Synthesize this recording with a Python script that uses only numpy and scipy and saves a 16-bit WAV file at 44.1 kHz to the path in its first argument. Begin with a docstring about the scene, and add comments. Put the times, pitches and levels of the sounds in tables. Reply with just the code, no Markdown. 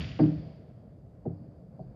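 """A snooker cue ball thuds into a near cushion, then a farther one, and the yellow knocks softly into
a corner pocket: each impact excites damped modes of rubber and wood. In the quiet hall, the earlier
clack of cue ball on yellow still reverberates and flutters between the walls. Heard from the table's
edge, the balls rumble over the slate and hiss on the cloth, above a faint steady hiss."""
import sys
import numpy as np
from scipy import signal
from scipy.fft import rfft, irfft
from scipy.io import wavfile
from scipy.ndimage import uniform_filter1d

SR = 44100
rng = np.random.default_rng(int(sys.argv[2]) if len(sys.argv) > 2 else 0)


def to_wav(s):
    """Save 16-bit WAV."""
    ch = np.atleast_2d(s).T  # columns
    pcm = np.round(np.clip(ch, -1, 1) * 32767)  # PCM
    wavfile.write(sys.argv[1], SR, pcm.astype(np.int16))


N = 85995

# modes of the two rails and the pocket: pitch_hz, level_db, t60_s
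NEAR_RAIL_MODES = [(75, -31, 0.42), (115.8, -10, 0.23), (155.4, -13.5, 0.63), (184.2, -20, .5),
                   (248.2, -9, 0.13), (288.2, -15, 0.31), (307.9, -10.5, 0.36), (367, -24.5, 0.23),
                   (442.3, -27.5, 0.21), (560.6, -28.5, .13), (637.5, -26.5, 0.14), (757, -21.5, 0.058),
                   (892, -29, 0.068), (1162, -47, 0.13)]
FAR_RAIL_MODES = [(95.4, -32.5, .45), (131.2, -26.5, 0.36), (165.9, -28, 0.35), (237, -19.5, 0.096),
                  (298.6, -42.5, 0.85), (353, -25, 0.12), (394, -29.5, 0.16), (463, -25.5, 0.085),
                  (552, -33.5, 0.047), (625, -26.5, 0.055), (700, -32, 0.07), (783, -32, 0.056)]
POCKET_MODES = [(135.6, -38, 0.36), (179, -39, 0.39), (394.5, -48.5, 0.24), (642, -35, 0.084),
                (732, -38, 0.077), (835, -48.5, 0.037)]
# impacts on near rail, far rail, pocket: start_s, rise_cycles, wood_db, tick_db, cutoff_hz, echo_db
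IMPACTS = [(0.1905, 3.3, -32, -32.5, 1840, -12), (1.2536, 2.02, -50.5, -61, 1500, -15),
           (1.7927, 1.05, -56, -73, 900, -14)]
# echo paths of the clack: arrival_s, level_db, round_trip_loss_db
ECHO_PATHS = [(0.0078, -32, 11.5), (0.0188, -38.5, 3), (0.0447, -34, 4.5)]
# noise spectra of frame, clack, table boom, rolling and background: frequency_hz, relative_density_db
WOOD_SPECTRUM = [(35, -27), (70, 3), (130, -3.5), (300, 0.5), (500, -3.5), (760, -10), (1000, -22),
                 (1500, -22), (2200, -29.5), (4000, -32)]
CLACK_SPECTRUM = [(200, -18), (600, -16.5), (1100, -7), (1800, 0.5), (2800, -2.5), (3400, -1.5),
                  (4000, -7.5), (4700, -1.5), (5300, -10), (5900, -12.5), (6300, -24.5), (6900, -14.5),
                  (7700, -49)]
BOOM_SPECTRUM = [(35, -42.5), (60, -5.5), (100, -5), (155, -1), (210, -10.5), (300, -18), (450, -26.5),
                 (800, -32)]
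ROLL_SPECTRUM = [(28, -43), (50, -2.5), (80, -2.5), (125, 1.5), (165, 0.5), (220, -6.5), (330, -15),
                 (500, -15), (650, -14), (790, -26), (950, -32), (1500, -38.5), (2600, -50)]
HISS_SPECTRUM = [(500, 11), (1500, -4), (2500, -4), (3700, 1.5), (4300, -1.5), (4800, 3), (5500, -3),
                 (7000, -3.5), (10000, -6), (14000, -8.5)]
# envelopes of the rumble and the cloth hiss: time_s, level_db
ROLL_ENVELOPE = [(0, -46.5), (.4, -42), (.65, -49), (0.999, -51), (1.22, -50), (1.449, -47.5), (1.7, -49),
                 (1.95, -47)]
CLOTH_ENVELOPE = [(.18, -81), (.205, -56.5), (0.281, -79.5), (.38, -73.5), (.51, -76), (.65, -89),
                  (1.15, -99), (1.38, -85.5), (1.7, -96), (1.81, -85.5), (1.95, -92)]


def ball_impact(modes, start_s, rise_cycles, wood_db, tick_db, cutoff_hz, echo_db, echo_gap_s=.0413):
    """Impact excitation: a ball sets rubber and wood in free, damped vibration; two echoes follow."""
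    t = since(start_s)
    ring = sum(undb(db) * swell(t, hz, rise_cycles) * fade(t, t60_s) * np.sin(2 * np.pi * hz * t)
               for hz, db, t60_s in modes)
    wood = undb(wood_db) * frame_ring(t)
    tick = undb(tick_db) * band_noise(1110, width_hz=2000) * swell(t, 1110, 3.3) * fade(t, t60_s=.069)
    direct = ring + low_pass(wood + tick, cutoff_hz)
    return sum(undb(k * echo_db) * np.pad(direct, (int(k * echo_gap_s * SR), 0))[:N] for k in range(3))


def frame_ring(t):
    """Modal overlap: the wooden frame's dense modes merge into noise, the higher ones damped faster."""
    return sum(band * swell(t, hz, cycles=.83) * fade(t, t60_s=.49 * (300 / hz) ** .17)
               for hz, band in octave_bands(noise(WOOD_SPECTRUM)))


def table_boom():
    """Free decay: the table's low vibration dies away after the stroke."""
    return undb(-31.5) * noise(BOOM_SPECTRUM) * fade(since(0), t60_s=.66)


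def hall_reverberation():
    """Diffuse field: the clack lingers in the hall, its treble absorbed a little sooner."""
    t = since(0)
    return undb(-48.5) * sum(band * fade(t, t60_s=1.313 * (3000 / hz) ** .15)
                             for hz, band in octave_bands(noise(CLACK_SPECTRUM)))


def flutter_echo(round_trip_s=.0727, click_hz=2890, click_width_s=.00049):
    """Repeated reflection: the clack bounces between two walls, losing energy on each round trip."""
    scatter = undb(-9) * band_noise(2600, width_hz=980)
    echoes = np.zeros(N)
    for first_s, db, loss_db in ECHO_PATHS:
        for trip in range(4):
            arrival_s = first_s + trip * round_trip_s
            t, after = since(0) - arrival_s, since(arrival_s)
            window = np.exp(-.5 * (t / click_width_s) ** 2)
            click = window * np.sin(2 * np.pi * (click_hz * t + rng.random()))
            # rough walls smear each return
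            smear = scatter * swell(after, click_hz, cycles=2.1) * fade(after, t60_s=.035)
            echoes += undb(db - trip * loss_db) * (click + smear)
    return echoes


def rolling_balls(flicker_db=1.5):
    """Rolling contact: balls rumble over the slate, each octave wavering in level on its own."""
    rumble = sum(band * undb(-flicker_db * wander(rate_hz=14))
                 for _, band in octave_bands(noise(ROLL_SPECTRUM)))
    return unit(rumble) * envelope(ROLL_ENVELOPE)


def cloth_hiss():
    """Friction: the cloth hisses thinly, most as the cue ball skids off the near cushion."""
    return band_noise(4680, width_hz=300) * envelope(CLOTH_ENVELOPE)


def background_hiss():
    """Stationary noise: a faint, steady broadband hiss."""
    return undb(-86.5) * noise(HISS_SPECTRUM)


def undb(db):
    """Decibels to amplitude ratio."""
    return 10 ** (np.asarray(db) / 20)


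def unit(x):
    """Normalisation to rms 1."""
    return x / np.sqrt(np.mean(x ** 2))


def since(start_s):
    """Seconds since an onset, zero before it."""
    return np.maximum(np.arange(N) / SR - start_s, 0)


def fade(t, t60_s):
    """Exponential decay, 60 dB in t60_s."""
    return np.exp(-np.log(1000) * t / t60_s)


def swell(t, hz, cycles):
    """Onset transient: a vibration builds up over a few cycles."""
    return (1 - np.exp(-t * hz / cycles)) ** 2


def envelope(points):
    """Gain interpolated in decibels over time."""
    time_s, level_db = np.array(points).T
    return undb(np.interp(since(0), time_s, level_db))


def wander(rate_hz):
    """Smooth random modulation, rms 1."""
    hold = int(SR / rate_hz)
    steps = np.repeat(rng.standard_normal(N // hold + 1), hold)
    return unit(uniform_filter1d(steps, hold)[:N])


def noise(spectrum):
    """Spectral shaping of white noise, falling steeply beyond the table's ends; rms 1."""
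    hz, db = np.array(spectrum).T
    f = np.maximum(np.fft.rfftfreq(N, 1 / SR), 1)
    skirts = np.minimum(f / hz[0], 1) ** 3 * np.minimum(hz[-1] / f, 1) ** 4
    gain = skirts * undb(np.interp(np.log(f), np.log(hz), db))
    return unit(irfft(rfft(rng.standard_normal(N)) * gain, N))


def band_noise(hz, width_hz):
    """Noise in a Gaussian band, rms 1."""
    f = np.fft.rfftfreq(N, 1 / SR)
    bell = np.exp(-.5 * ((f - hz) / width_hz) ** 2)
    return unit(irfft(rfft(rng.standard_normal(N)) * bell, N))


def octave_bands(x):
    """Complementary filters: overlapping octaves that sum to x, as (centre_hz, band) pairs."""
    centres_hz = 50 * 2. ** np.arange(9)
    octave = np.log2(np.maximum(np.fft.rfftfreq(N, 1 / SR), 1))
    spectrum = rfft(x)
    return [(hz, irfft(spectrum * np.interp(octave, np.log2(centres_hz), weights), N))
            for hz, weights in zip(centres_hz, np.eye(9))]


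def low_pass(x, cutoff_hz):
    """Third-order attenuation above the cutoff."""
    return signal.sosfilt(signal.butter(3, cutoff_hz, fs=SR, output="sos"), x)


def scene():
    """Superposition: impacts, hall and table sounds and hiss add at one listening point."""
    bodies = (NEAR_RAIL_MODES, FAR_RAIL_MODES, POCKET_MODES)
    knocks = sum(ball_impact(modes, *impact) for modes, impact in zip(bodies, IMPACTS))
    hall = hall_reverberation() + flutter_echo()
    table = rolling_balls() + table_boom() + cloth_hiss()
    return (knocks + hall + table + background_hiss())[None]


def record(dry, cutoff_hz=14500):
    """Band limiting: a steep low-pass removes the highest treble."""
    return signal.sosfilt(signal.ellip(8, .2, 70, cutoff_hz, fs=SR, output="sos"), dry)


dry = scene()
out = record(dry)
to_wav(out)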